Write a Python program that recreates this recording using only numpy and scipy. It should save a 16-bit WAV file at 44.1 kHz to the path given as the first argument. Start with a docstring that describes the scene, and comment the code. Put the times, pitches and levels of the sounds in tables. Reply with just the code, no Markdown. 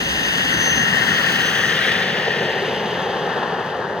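"""First comes the rush and howl of a small jet engine, as the go-kart it drives passes close by.
Its tyres drone, its burner rumbles, a little wind thuds on the microphone, and its spinning blades
whine, sinking slowly in pitch. As the kart rolls away down the street, the nozzle swings towards
the listener: there is a brief rasp, the hiss fades and the low roar of the jet takes over.
Two microphone openings hear the kart move from beside them to straight ahead."""
import sys
import numpy as np
from scipy import signal
from scipy.fft import rfft, irfft
from scipy.io import wavfile

SR = 44100
rng = np.random.default_rng(int(sys.argv[2]) if len(sys.argv) > 2 else 0)


def generate_wav(signal):
    """Clip the signal to [-1, 1] and save it as 16-bit WAV at the path in sys.argv[1]."""
    frames = np.transpose(np.atleast_2d(signal))
    scaled = np.clip(frames, -1, 1) * 32767
    pcm = np.round(scaled).astype(np.int16)
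    wavfile.write(sys.argv[1], SR, pcm)


N = 176400
TIME = np.arange(N) / SR


def from_db(db):
    """Turn decibels into a number to multiply a sound by."""
    return 10 ** (np.asarray(db) / 20)


def rms_one(x):
    """Scale a signal to an average power of 1."""
    return x / np.sqrt(np.mean(x ** 2) + 1e-20)


def at_time(table, seconds=TIME):
    """Read a table at the given times, joining its points with straight lines."""
    return np.interp(seconds, *np.transpose(table))


def loudness(table):
    """Turn a table of levels into a volume for every sample."""
    return from_db(at_time(table))


def at_hz(table, hz):
    """Read a table at the given frequencies, with every octave equally wide."""
    known, values = np.transpose(table)
    return np.interp(np.log(hz + 1e-9), np.log(known), values)


def drift(rate_hz):
    """A smooth random wobble of about plus or minus 1; a higher rate wobbles faster."""
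    step, warm_up = 40, 2000  # one value every 40 samples; the first 2000 values are dropped
    pole = np.exp(-2 * np.pi * rate_hz * step / SR)
    noise = rng.standard_normal(N // step + warm_up + 2)
    slow = signal.lfilter([1], [1, -2 * pole, pole * pole], noise)[warm_up:]
    return np.interp(np.arange(N) / step, np.arange(len(slow)), rms_one(slow))


def turbulence(colour, flutter_db, flutter_hz):
    """Two noises, direct and scattered, fluttering together. The colour sets their low-to-high mix."""
    hz = np.maximum(np.arange(N // 2 + 1) * SR / N, 1)
    octaves_outside = np.abs(np.log2(hz / np.clip(hz, colour[0][0], colour[-1][0])))
    gain = from_db(at_hz(colour, hz) - 13 * octaves_outside)  # 13 dB less per octave past the table
    noise = irfft(rfft(rng.standard_normal((2, N))) * gain, N)
    return rms_one(noise * from_db(flutter_db * drift(flutter_hz)))


def rough_tone(phase, width_hz):
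    """A tone smeared into a narrow band of noise, as a direct and a scattered sound."""
    return np.array([rms_one(drift(width_hz) * np.cos(phase) + drift(width_hz) * np.sin(phase))
                     for _ in range(2)])


# How loud the rushing air is: (time [s], level [dB])
RUSH_LEVEL = [(0.0, -24.5), (0.4, -22), (0.8, -23.5), (1.3, -21.5), (1.6, -24), (1.9, -23), (2.15, -25),
              (2.6, -28.5), (3.1, -32.0), (3.6, -36), (4.0, -41)]
# Its bright colour: (frequency [Hz], relative level [dB])
RUSH_COLOUR = [(1500.0, -21.5), (2000.0, 0), (2270.0, -9), (2600.0, -3), (2850.0, 0.5), (3150.0, -0.5),
               (3550.0, -5.5), (4050.0, -12.5), (5000.0, -14.5), (5500.0, -22), (6300.0, -23),
               (8000.0, -49)]
def duct_rush():
    """Air rushes through the engine's duct."""
    return loudness(RUSH_LEVEL) * turbulence(RUSH_COLOUR, flutter_db=1.0, flutter_hz=55)


# How loud the noise of the howl is: (time [s], level [dB])
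HOWL_LEVEL = [(0, -28), (.3, -24), (.7, -20.5), (1, -19), (1.4, -21), (1.9, -21.5), (2.1, -24.5),
              (2.5, -26.5), (2.85, -35.5), (4, -37.5)]
# Its colour, strongest near the pipe's note: (frequency [Hz], relative level [dB])
HOWL_COLOUR = [(700.0, -41), (1100.0, -18.5), (1500.0, -9), (1670.0, -7), (1790.0, -3), (1890.0, -3.5),
               (2020.0, -19.5), (2300.0, -28.5)]
def pipe_howl(note_hz=1821, note_db=-6):
    """Gas howls through the jet pipe, which rings at its main note."""
    ring = from_db(note_db) * rough_tone(2 * np.pi * note_hz * TIME, width_hz=66)
    return loudness(HOWL_LEVEL) * (ring + turbulence(HOWL_COLOUR, flutter_db=0.6, flutter_hz=40))


# How loud the hiss is: (time [s], level [dB])
HISS_LEVEL = [(0.0, -29.5), (0.5, -27.5), (0.9, -29), (1.35, -28), (1.75, -32), (2.1, -39.5), (2.7, -43),
              (3.3, -46.5), (4.0, -53)]
# Its very broad colour: (frequency [Hz], relative level [dB])
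HISS_COLOUR = [(300.0, 0.5), (1000.0, -1.5), (2300, -10), (3800.0, -14), (4700.0, -10), (5400.0, -15),
               (6200.0, -5.5), (7200.0, -18.5), (9500.0, -21), (12400.0, -20), (13500, -25), (15500.0, -40)]
def intake_hiss():
    """Air hisses as it is sucked into the engine."""
    return loudness(HISS_LEVEL) * turbulence(HISS_COLOUR, flutter_db=1.15, flutter_hz=38)


# How loud the tyres are: (time [s], level [dB])
TYRE_LEVEL = [(0, -35.5), (.8, -36), (1.3, -46), (2.2, -58)]
# Their colour, with two low peaks: (frequency [Hz], relative level [dB])
TYRE_COLOUR = [(150, -18), (245, -0.5), (310, -4.5), (400, -21), (560, -5), (660, -20)]
def tyre_drone():
    """The small tyres drone on the asphalt while the kart is close."""
    return loudness(TYRE_LEVEL) * turbulence(TYRE_COLOUR, flutter_db=0.8, flutter_hz=18)


# How loud the rumble is: (time [s], level [dB])
RUMBLE_LEVEL = [(0, -36.5), (.35, -35.5), (.6, -31), (.9, -28), (1.15, -31.5), (1.7, -32), (2.2, -33.5),
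                (3, -33.5), (4, -37.5)]
# Its deep colour: (frequency [Hz], relative level [dB])
RUMBLE_COLOUR = [(30.0, -25), (60.0, -19.5), (110.0, -5), (175.0, 2.5), (240.0, -2.5), (310.0, -15),
                 (600.0, -21)]
def burner_rumble():
    """Fuel burning inside the engine makes a low rumble."""
    return loudness(RUMBLE_LEVEL) * turbulence(RUMBLE_COLOUR, flutter_db=0.8, flutter_hz=14)


# Puffs of wind: (time of peak [s], spread to each side [s], level [dB])
GUSTS = [(0.09, 0.055, -37), (0.383, 0.24, -45), (0.597, 0.017, -33.5), (0.78, 0.055, -41),
         (1.3, 0.42, -51)]
# Their very deep colour: (frequency [Hz], relative level [dB])
WIND_COLOUR = [(25, -24), (50, 2.5), (75, 3), (130, -13)]
def wind_gusts():
    """Short gusts thud on the microphone."""
    force = sum(from_db(db) * np.exp(-.5 * ((TIME - peak) / spread) ** 2) for peak, spread, db in GUSTS)
    return force * turbulence(WIND_COLOUR, flutter_db=0.5, flutter_hz=18)


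# How loud the duct's note is: (time [s], level [dB])
DUCT_LEVEL = [(0, -40), (.28, -31), (.5, -29), (.9, -29), (1.4, -50), (4, -71)]
def duct_note(note_hz=2795):
    """The air in a duct rings at one pitch while the intake is near."""
    return loudness(DUCT_LEVEL) * rough_tone(2 * np.pi * note_hz * TIME, width_hz=45)


# Shaft speed as heard, with the pitch shift of a moving source: (time [s], speed [turns per s])
SHAFT_SPEED = [(0, 778.5), (.8, 777.3), (1.15, 775.6), (1.55, 772.6), (2.1, 769), (3.0, 766.3),
               (3.4, 763.5), (4, 757.5)]
# The compressor's whine, rising and falling sharply: (time [s], level [dB])
WHINE_LEVEL = [(0, -41), (.24, -39.5), (.32, -50), (.44, -38), (.49, -46), (.54, -28.5), (.58, -35),
               (.63, -27), (.79, -27), (.88, -41), (.95, -51), (1.13, -36), (1.3, -58), (1.45, -38),
               (1.66, -36), (1.78, -47), (2.3, -54), (2.43, -49), (2.55, -55), (3.05, -55), (3.5, -61),
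               (4, -64)]
# The tone an octave above it, strongest beside the intake: (time [s], level [dB])
OCTAVE_LEVEL = [(0, -59), (.3, -51), (.7, -64), (1.5, -76), (2.2, -78), (4, -89)]
# The turbine's whistle, heard from behind and to the side: (time [s], level [dB])
WHISTLE_LEVEL = [(0, -70), (1.1, -63), (1.5, -53), (1.8, -58), (2.2, -71), (2.5, -66), (3, -78), (4, -88)]
def spinning_blades(compressor_blades=8, turbine_blades=11):
    """One humming shaft turns two bladed wheels; each sings at the rate its blades go by."""
    shaft_angle = 2 * np.pi * np.cumsum(at_time(SHAFT_SPEED)) / SR
    blade_phase = compressor_blades * shaft_angle
    # Hot, moving air makes the direct whine waver, and its scattered part is smeared.
    waver_hz, waver_radians, waver_db = 12, .35, 2.2
    direct = np.sin(blade_phase + waver_radians * drift(waver_hz)) * from_db(waver_db * drift(waver_hz))
    scattered = rough_tone(blade_phase, waver_hz)[1]
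    whine = loudness(WHINE_LEVEL) * np.array([rms_one(direct), scattered])
    # A rough edge around the whine stays 24.5 dB below the intake hiss.
    rough_edge = from_db(-24.5) * loudness(HISS_LEVEL) * rough_tone(blade_phase, width_hz=59)
    octave = loudness(OCTAVE_LEVEL) * rough_tone(2 * blade_phase, width_hz=40)
    whistle = loudness(WHISTLE_LEVEL) * rough_tone(turbine_blades * shaft_angle, width_hz=14)
    hum = from_db(-44) * rough_tone(shaft_angle, width_hz=3.7)
    return whine + rough_edge + octave + whistle + hum


# How loud the sizzle is: (time [s], level [dB])
SIZZLE_LEVEL = [(0, -47), (0.9, -43.5), (1.3, -39.5), (1.7, -42), (2.1, -50), (4, -68)]
# Its thin, high colour: (frequency [Hz], relative level [dB])
SIZZLE_COLOUR = [(13300, -32), (14500, -3), (15400, 0), (16000, -2)]
def gas_sizzle():
    """The flowing gas sizzles faintly in the highest treble."""
    return loudness(SIZZLE_LEVEL) * turbulence(SIZZLE_COLOUR, flutter_db=1.3, flutter_hz=40)


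# The harsh colour of the rasp: (frequency [Hz], relative level [dB])
RASP_COLOUR = [(1900, -2), (2300, 2.5), (3000, 1), (3900, 0), (4600, -12), (8400, -30), (10000, -26)]
def nozzle_rasp(peak_s=1.86, spread_s=0.11, peak_db=-26):
    """The jet beams a rasp backwards and sideways; it sweeps over the listener as the kart turns."""
    beam = np.exp(-.5 * ((TIME - peak_s) / spread_s) ** 2)
    return from_db(peak_db) * beam * turbulence(RASP_COLOUR, flutter_db=3.5, flutter_hz=56)


# How loud the roar is: (time [s], level [dB])
ROAR_LEVEL = [(0, -37), (1, -33), (1.7, -30), (2.05, -27.5), (2.5, -24), (2.9, -27), (3.4, -27.5),
              (4, -28.5)]
# Its low colour: (frequency [Hz], relative level [dB])
ROAR_COLOUR = [(260, -32), (310, -16.5), (370, -3.5), (450, -0.5), (530, -3), (640, -8.5), (790, -6),
               (920, -9.5), (1080, -18.5)]
def nozzle_roar():
    """Gas roars out of the nozzle, loudest once it points towards the listener."""
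    return loudness(ROAR_LEVEL) * turbulence(ROAR_COLOUR, flutter_db=1.27, flutter_hz=28)


# How loud the mixing noise is, swelling late: (time [s], level [dB])
MIXING_LEVEL = [(0, -44), (2, -38.5), (2.5, -31), (2.95, -27.5), (3.4, -25.5), (4, -29.5)]
# Its mid-range colour: (frequency [Hz], relative level [dB])
MIXING_COLOUR = [(400, -3.5), (600, -3.5), (880, 3.5), (1300, -2.5), (1800, 1), (2150, -37), (3500, -22),
                 (4900, -26.5), (5500, -40)]
def jet_mixing():
    """The fast jet churns as it mixes with the air behind the kart."""
    return loudness(MIXING_LEVEL) * turbulence(MIXING_COLOUR, flutter_db=1.4, flutter_hz=15)


# The lowest pitch the road's echo weakens, mostly rising with distance: (time [s], frequency [Hz])
ROAD_DIP = [(0, 660), (1, 495), (1.6, 760), (2.2, 1160), (2.7, 1200), (3.2, 2300), (4, 2650)]
def road_bounce(sound, strength=0.14, dull_above_hz=4800):
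    """Add a dull echo off the asphalt, which follows more closely as the kart moves away."""
    hz, seconds, spectra = signal.stft(sound, SR, nperseg=1024)
    hz = hz[:, None]
    delay_s = 0.5 / at_time(ROAD_DIP, seconds)
    echo = strength / (1 + (hz / dull_above_hz) ** 2) * np.exp(-2j * np.pi * hz * delay_s)
    return signal.istft(spectra * (1 + echo), SR)[1][:, :N]


# Where the kart is: (time [s], direction [0 beside to 1 straight ahead])
DIRECTION = [(0, 0), (.7, 0.084), (1.4, 0.26), (1.8, 0.53), (2.3, 0.63), (2.7, 0.88), (4, 1)]
# The left side's head start for a sound beside, half-way round and ahead: (frequency [Hz], lead [rad])
LEAD_BESIDE = [(150, 0.34), (750, 0.94), (1000, 1.74), (1300, 3.4), (1600, 4.4), (1850, 7.5), (2400, 9.18),
               (3400, 9.5), (4200, 11.6), (4900, 12.6), (5500, 8.8), (6200, 12.2)]
LEAD_HALFWAY = [(250, 0.18), (1150, 0.92), (1450, -1.5), (1800, -0.4), (2200, 0), (2600, 1.86),
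                (3500, 0.98), (5000, 2.2), (5500, 1), (6200, 7)]
LEAD_AHEAD = [(250, 0), (420, .5), (650, -0.1), (1150, 0.65), (1500, -1.5), (2000, 0.6), (2700, 0.44),
              (3200, -0.5), (4900, -1.5), (5500, -2), (6200, -1.5)]
# How alike the two sides sound: (frequency [Hz], likeness [0 to 1])
LIKENESS = [(70, 0.92), (180, 1), (500, 1), (1200, 0.96), (1900, 0.99), (3200, 0.78), (4500, 0.86),
            (6300, 0.87), (7300, 0.05)]
# How much louder the left side is: (frequency [Hz], left minus right [dB])
BALANCE = [(250, 0.35), (450, 1.8), (620, -1.2), (900, 1.5), (1250, 6.5), (1550, 6.5), (1850, 6.5),
           (2000, 5.5), (2250, -4), (2850, 3), (3600, -2.5), (5000, 0.5), (5750, -2), (6400, 0)]
# The pitch the right side hears poorly: (direction [0 beside to 1 straight ahead], frequency [Hz])
DEAF_SPOT = [(0, 1850), (.2, 1510), (.5, 1400), (1, 1310)]
def microphone_pair(sound):
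    """Two openings hear the kart as left and right, with timing and balance set by its direction."""
    hz, seconds, (direct, scattered) = signal.stft(sound, SR, nperseg=1024)
    hz = hz[:, None]
    ahead = np.clip(at_time(DIRECTION, seconds), 0, 1)
    # Blend the head starts of the two nearest directions.
    lead = np.angle(sum(np.maximum(1 - np.abs(2 * ahead - k), 0) * np.exp(1j * at_hz(table, hz))
                        for k, table in enumerate((LEAD_BESIDE, LEAD_HALFWAY, LEAD_AHEAD))))
    alike = np.clip(at_hz(LIKENESS, hz), 0, 1)
    tilt = from_db(at_hz(BALANCE, hz))
    direct = np.sqrt((1 + alike) / (1 + tilt ** 2)) * direct
    scattered = np.sqrt((1 - alike) / (1 + tilt ** 2)) * scattered
    # The deaf spot is deepest, 10 dB down, when the kart is a third of the way round.
    octaves_away = np.log2((hz + 1) / np.interp(ahead, *np.transpose(DEAF_SPOT)))
    deaf_db = -10 * np.exp(-(octaves_away / 0.27) ** 2 - ((ahead - 0.33) / 0.56) ** 2)
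    left = tilt * (direct + scattered)
    right = from_db(deaf_db) * np.exp(-1j * lead) * (direct - scattered)
    return signal.istft(np.array([left, right]), SR, nperseg=1024)[1][:, :N]


def scene():
    """The gas noises echo off the road and reach the microphone with the tyres, wind and blades."""
    engine = duct_rush() + pipe_howl() + intake_hiss() + burner_rumble() + duct_note() + gas_sizzle()
    jet = nozzle_rasp() + nozzle_roar() + jet_mixing()
    return microphone_pair(road_bounce(engine + jet) + tyre_drone() + wind_gusts() + spinning_blades())


def record(dry):
    """Fade both ends very quickly and cut off the highest treble."""
    fade_s, cutoff_hz = .004, 15900
    from_edge_s = np.minimum(TIME, TIME[::-1])
    fade = np.sin(np.pi / 2 * np.minimum(from_edge_s / fade_s, 1)) ** 2
    treble_cut = signal.ellip(10, .05, 60, cutoff_hz, fs=SR, output="sos")
    return signal.sosfilt(treble_cut, dry * fade)


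dry = scene()
out = record(dry)
generate_wav(out)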